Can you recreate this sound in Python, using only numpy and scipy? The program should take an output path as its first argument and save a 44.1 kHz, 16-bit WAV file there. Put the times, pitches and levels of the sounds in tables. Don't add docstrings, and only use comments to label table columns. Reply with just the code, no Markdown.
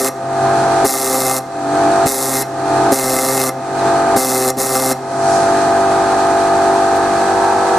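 import sys
import numpy as np
from scipy import signal
from scipy.fft import rfft, irfft
from scipy.io import wavfile
from scipy.ndimage import uniform_filter1d, minimum_filter1d

SR = 44100
rng = np.random.default_rng(int(sys.argv[2]) if len(sys.argv) > 2 else 0)


def to_wav(sig):
    pcm = np.clip(np.atleast_2d(sig), -1, 1) * 32767
    pcm = np.round(pcm).astype(np.int16)
    wavfile.write(sys.argv[1], SR, pcm.T)


N = 343098
TIME = np.arange(N) / SR
BIN_HZ = np.fft.rfftfreq(N, 1 / SR)


# valve opening and shutting in seconds, knock in dB, frame boom in dB, stroke rate in Hz,
# relative blow strength in dB, relative exhaust level in dB.
BURSTS = [(-.5, 0.089, -36, -18, 131.9, -20, -21), (0.839, 1.388, -13, -26.5, 130.7, -22, -21.5),
          (2.051, 2.426, -11, -18.5, 132.1, -24, -23.5), (2.909, 3.494, -17.5, -24.5, 131.4, -22, -23),
          (4.154, 4.507, -14.5, -21, 129.5, -20.5, -21.5), (4.559, 4.926, -13, -25.5, 130.5, -21, -22)]

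def marker(scatter_db=2.98, puff_cycles=0.22, leak=0.38, chatter=1.37, close_gain_db=19):
    rate_hz, blow_db, exhaust_db = stylus_drive()
    turns = np.cumsum(rate_hz * (1 + .004 * wander(90))) / SR
    stroke, cycle = turns.astype(int), turns % 1
    size = amp(scatter_db * rng.standard_normal(2000))[stroke]
    puff = unit_rms(leak + size * np.minimum(cycle / 0.16, 1) * np.exp(-cycle / puff_cycles))
    impact = unit_rms(np.diff(stroke, prepend=0))
    skid = unit_rms(np.exp(-cycle / 0.084) * rng.standard_normal(N))
    blows = unit_rms(size * (impact + chatter * skid))
    force = amp(blow_db) * valve(rise_s=0.02, fall_s=0.0096)
    head = head_buzz(turns, rate_hz.mean()) + head_rattle(puff)
    air = amp(exhaust_db) * exhaust(puff)
    return amp(close_gain_db) * (force * head + steel_ring(force * blows) + air)


def stylus_drive(surge_s=.09, surge_hz=3, surge_blow_db=-2, surge_air_db=4, pace_drift=.004):
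    opens_s, _, _, _, rate_hz, blow_db, air_db = np.transpose(BURSTS)
    burst = np.maximum(np.searchsorted(opens_s, TIME) - 1, 0)
    surge = np.exp(-(TIME - opens_s[burst]) / surge_s)
    load = wander(16)
    return (rate_hz[burst] * (1 + pace_drift * wander(11)) + surge_hz * surge,
            blow_db[burst] + surge_blow_db * surge + 0.6 * load,
            air_db[burst] + surge_air_db * surge + 0.2 * load)


def valve(rise_s, fall_s):
    return sum(ramp(on, rise_s) ** 2.2 * tail(off, fall_s) for on, off, *_ in BURSTS)


# multiple of the stroke rate, relative level in dB.
BUZZ_HARMONICS = [(1, -17), (2, -3.5), (3, -1.5), (4, -4.5), (5, -9), (6, -3.5), (7, -14.5), (8, -17),
                  (9, -18.5), (10, -17), (11, -22), (12, -20), (13, -32), (14, -16), (15, -26), (16, -20.5)]

def head_buzz(turns, rate_hz, gain_db=-1.5):
    buzz = sum(amp(db) * partial(turns, round(k), rate_hz, NEAR_WIDTH, 1.4, waver_hz=8.6, drift_rad=0.12)
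               for k, db in BUZZ_HARMONICS)
    return amp(gain_db) * unit_rms(buzz)


# frequency in Hz, relative density in dB.
RATTLE_SPECTRUM = [(41, -53), (70, -35), (198, -10.5), (260, -2), (336, 0), (394, -7), (455, -4),
                   (517, -2.5), (587, -5), (783, 0.5), (980, -6), (2040, -15), (3200, -40), (4160, -72),
                   (7040, -120)]

def head_rattle(puff, gain_db=-8):
    return amp(gain_db) * puff * noise(RATTLE_SPECTRUM, NEAR_WIDTH)


# frequency in Hz, bandwidth in Hz, relative level in dB.
STEEL_MODES = [(790, 40, -1), (1185, 36, -4.5), (1290, 45, -4), (1415, 45, -8), (1820, 35, -10),
               (2068, 30, -3), (2570, 55, -8.5), (4120, 64, -8), (5500, 90, -5), (5740, 12, -9),
               (7560, 110, -6), (9930, 60, -8), (11250, 30, -6.5), (11400, 45, -8)]

def steel_ring(blows, spread_rad=0.065, gain_db=-8):
    t = np.arange(SR // 4) / SR
    phases = rng.uniform(0, 2 * np.pi, (len(STEEL_MODES), 1, 1)) + spread_rad * np.array([[1], [-1]])
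    ring = sum(amp(db) * np.sqrt(width) * np.exp(-np.pi * width * t) * np.sin(2 * np.pi * hz * t + phase)
               for (hz, width, db), phase in zip(STEEL_MODES, phases))
    ring /= np.linalg.norm(ring[0])
    return amp(gain_db) * signal.oaconvolve(blows[None], ring, axes=1)[:, :N]


# frequency in Hz, relative density in dB.
AIR_SPECTRUM = [(1650, -33), (2800, -19), (3200, -26), (3410, -7.5), (4030, -3.5), (4330, -4.5), (5570, 0),
                (6640, 0.5), (7480, 1.5), (9570, 2.5), (11400, 0), (11700, -8), (12200, 3), (14300, -10.5),
                (15000, -4)]

def exhaust(puff, gain_db=-1.5):
    return amp(gain_db) * puff * valve(rise_s=0.03, fall_s=0.0034) * noise(AIR_SPECTRUM, NEAR_WIDTH)


# frequency in Hz, relative density in dB.
KNOCK_SPECTRUM = [(25, -22), (70, -2), (150, 4), (400, 9.5), (900, -15), (2000, -30), (5000, -45)]

def piston_knocks(rise_s=0.0052, decay_s=0.015):
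    level = sum(amp(db) * ramp(on, rise_s) * tail(on + .02, decay_s) for on, _, db, *_ in BURSTS)
    return level * noise(KNOCK_SPECTRUM, NEAR_WIDTH)


def frame_boom(mode_hz=133, rise_s=0.52, decay_s=0.53):
    swing = np.zeros(N)
    for on, off, _, db, *_ in BURSTS:
        build_up = 1 - np.exp(-np.clip(TIME - on, 0, off - on) / rise_s)
        swing += amp(db) * build_up * tail(off, decay_s)
    return swing * np.sqrt(2) * np.sin(2 * np.pi * mode_hz * TIME + 0.32 * wander(8))


# start in seconds, stop in seconds, pitch in Hz, level in dB.
CARRIAGE_MOVES = [(1.45, 1.939, 298.5, -19), (2.497, 2.921, 307.5, -22)]

def carriage(fade_s=0.017):
    out = np.zeros(N)
    for start, stop, hz, db in CARRIAGE_MOVES:
        gate = np.clip(np.minimum(TIME - start, stop - TIME) / fade_s, 0, 1)
        turns = np.cumsum(hz * (1 + 0.016 * wander(30))) / SR
        out += amp(db) * gate * np.sin(2 * np.pi * turns)
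    return out


# time in seconds, share of the second listening position from 0 to 1.
POSITION_BLEND = [(6.0, 0), (6.1, 0), (7.0, 0.2), (7.2, 0.36), (7.45, 0.85), (7.62, 0.74), (7.78, 0.9)]
# frequency in Hz, left minus right in dB.
MACHINE_PAN = [(100, 0), (650, 0.8), (900, -1), (4000, -2), (9000, -2), (11000, 0)]

def machine(shaft_hz=48.49):
    blend = np.interp(TIME, *np.transpose(POSITION_BLEND))
    turns = np.cumsum(shaft_hz * (1 + .0006 * wander(12))) / SR
    sound = drone(turns, shaft_hz, blend) + rush(turns, blend) + air_leak(turns)
    pan = amp(at_hz(MACHINE_PAN, BIN_HZ) * np.array([[.5], [-.5]]))
    return irfft(rfft(sound) * pan, N)


# multiple of the shaft speed, level at first position in dB, level at second position in dB.
SHAFT_ORDERS = [(1, -47, -49), (2, -40, -40.5), (3, -42, -55), (4, -42, -39), (5, -34, -39),
                (6, -29.5, -56), (7, -26.5, -26.5), (8, -24, -21.5), (9, -32.5, -43), (10, -35.5, -25),
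                (11, -37.5, -41), (12, -38, -41), (13, -36, -37), (14, -15.5, -23.5), (15, -28, -25.5),
                (16, -20, -21), (17, -28, -24), (18, -26, -29), (19, -45, -24.5), (20, -36.5, -40),
                (21, -43, -48), (22, -47, -37), (23, -49, -53), (24, -41, -32), (25, -30.5, -65),
                (26, -29.5, -36), (27, -57, -26), (28, -42.5, -55), (29, -42.5, -54), (30, -43.5, -44),
                (31, -48, -53), (32, -34, -32), (33, -45, -36), (34, -39, -39), (35, -41.5, -34.5),
                (36, -65, -50), (37, -43.5, -48)]

def drone(turns, shaft_hz, blend):
    out = np.zeros((2, N))
    for order, first_db, second_db in SHAFT_ORDERS:
        level = (1 - blend) * amp(first_db) + blend * amp(second_db)
        out += level * partial(turns, round(order), shaft_hz, FAR_WIDTH, 1.04, waver_hz=7, drift_rad=0.028)
    return out


# frequency in Hz, relative density in dB.
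RUSH_SPECTRUM = [(25, -38), (70, -27), (120, -6), (180, -6), (215, -6), (330, -3.5), (520, -5), (820, 3.5),
                 (1100, -3), (1550, -5.5), (2100, -15.5), (3000, -41.5), (5000, -59), (12000, -70)]
ROAR_SPECTRUM = [(400, -50), (680, -20.5), (790, 2), (870, -6), (1000, -9), (1800, -61.5)]

def rush(turns, blend, rush_db=-21, roar_db=-23, throb=0.25):
    broad = amp(rush_db) * noise(RUSH_SPECTRUM, FAR_WIDTH)
    roar = amp(roar_db) * blend * noise(ROAR_SPECTRUM, FAR_WIDTH)
    return unit_rms(1 + throb * np.cos(4 * np.pi * turns)) * (broad + roar)


# frequency in Hz, relative density in dB.
LEAK_SPECTRUM = [(1290, 0.5), (2200, -4), (2460, 5), (2780, -2.5), (3450, -2.5), (4320, 2.5), (4910, -3),
                 (5800, -2), (6400, -1), (7000, -3.5), (8050, -1.5), (8720, -3), (9700, -9), (10200, -7.5),
                 (10700, -16.5), (12000, -17.5), (13000, -33), (14000, -27.5), (15000, -37)]

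def air_leak(turns, level_db=-31):
    pulse = 1 + 0.051 * np.cos(2 * np.pi * turns) + 0.036 * np.cos(4 * np.pi * turns)
    return amp(level_db + 0.72 * wander(25)) * pulse * noise(LEAK_SPECTRUM, FAR_WIDTH)


# frequency in Hz, relative density in dB.
VENT_SPECTRUM = [(2500, -27), (5000, 3), (8000, 1), (10000, -3), (12000, -24), (15000, -39)]

def venting(level_db=-31, start_s=4.89, rise_s=0.46, decay_s=0.2):
    envelope = ramp(start_s, rise_s) * tail(start_s + rise_s, decay_s)
    return amp(level_db) * envelope * noise(VENT_SPECTRUM, FAR_WIDTH)


def tick(level_db=-34, start_s=6.96, decay_s=0.0085):
    return amp(level_db) * (TIME > start_s) * tail(start_s, decay_s) * noise(AIR_SPECTRUM, NEAR_WIDTH)


# frequency in Hz, reverberation time in seconds.
ROOM_T60 = [(60, .7), (130, 0.87), (280, 1), (600, 0.79), (2000, 1), (10000, 0.28)]
# frequency in Hz, send level in dB.
ROOM_SEND = [(60, -8), (130, 2), (270, -9.5), (600, -9), (2000, -14), (10000, -20)]

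def room(x):
    hz, t, spectra = signal.stft(rng.standard_normal((2, 2 * SR)), SR, nperseg=1024)
    t60_s = at_hz(ROOM_T60, hz)[:, None]
    decay = amp(at_hz(ROOM_SEND, hz)[:, None] - 60 * t / t60_s)
    unit_energy = np.sqrt(2 * np.log(1000) / (t60_s * SR))
    mid, side = signal.istft(spectra * decay * unit_energy, SR, nperseg=1024)[1]
    response = np.array([mid + 0.11 * side, mid - 0.16 * side])
    return signal.fftconvolve(x.mean(0)[None], response, axes=1)[:, :N]


# frequency in Hz, side against mid in dB.
NEAR_WIDTH = [(30, -10), (100, -29), (500, -19.5), (1000, -21), (1600, -10), (2000, -57), (7000, -15.5),
              (8500, -12), (10000, -7.5), (11500, -5), (13000, -11)]
FAR_WIDTH = [(30, -18), (80, -23), (350, -23), (550, -14), (1100, -9.5), (2000, -7), (4000, -1.5),
             (8000, -0.5), (11000, 4)]

def noise(spectrum, width):
    mid, side = rfft(rng.standard_normal((2, N))) * amp(at_hz(spectrum, BIN_HZ))
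    mid, side = irfft(np.array([mid, side * amp(at_hz(width, BIN_HZ))]), N)
    return np.array([mid + side, mid - side]) / mid.std()


def partial(turns, order, base_hz, width, waver_db, waver_hz, drift_rad):
    angle = 2 * np.pi * (order * turns + rng.random()) + drift_rad * np.sqrt(order) * wander(waver_hz)
    apart = np.arctan(amp(at_hz(width, order * base_hz))) * np.array([[1], [-1]]) * (-1) ** order
    return np.sqrt(2) * amp(waver_db * wander(waver_hz)) * np.cos(angle + apart)


def wander(rate_hz):
    return 1.2 * np.interp(TIME * rate_hz, np.arange(4000), rng.standard_normal(4000))


def ramp(start_s, rise_s):
    return np.clip((TIME - start_s) / rise_s, 0, 1)


def tail(start_s, decay_s):
    return np.exp(-np.maximum(TIME - start_s, 0) / decay_s)


def at_hz(table, hz):
    table_hz, values = np.transpose(table)
    return np.interp(np.log(hz + 1), np.log(table_hz + 1), values)


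def amp(db):
    return 10 ** (np.asarray(db) / 20)


def unit_rms(x):
    return x / np.sqrt(np.mean(x ** 2) + 1e-20)


def scene():
    near = marker() + piston_knocks()
    return near + room(near) + frame_boom() + machine() + carriage() + venting() + tick()


def record(dry, limit_db=-17, hold_s=0.083, recover_db_per_s=48, sense_hz=3500, cutoff_hz=15050):
    treble = signal.sosfilt(signal.butter(2, sense_hz, "high", fs=SR, output="sos"), dry)
    power = uniform_filter1d((treble ** 2).mean(0), size=340)
    over_db = np.maximum(10 * np.log10(abs(power) + 1e-12) - limit_db, 0)
    half_hold = int(hold_s * SR / 2)
    held_db = -minimum_filter1d(-over_db, 2 * half_hold + 1, origin=half_hold)
    recovery_db = TIME * recover_db_per_s
    duck_db = np.maximum.accumulate(held_db + recovery_db) - recovery_db
    ducked = dry * amp(-uniform_filter1d(duck_db, size=100))
    lowpass = signal.firwin(511, cutoff_hz, window=("kaiser", 9), fs=SR)
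    return signal.oaconvolve(np.clip(ducked, -1, 1), lowpass[None], "same")


dry = scene()
out = record(dry)
to_wav(out)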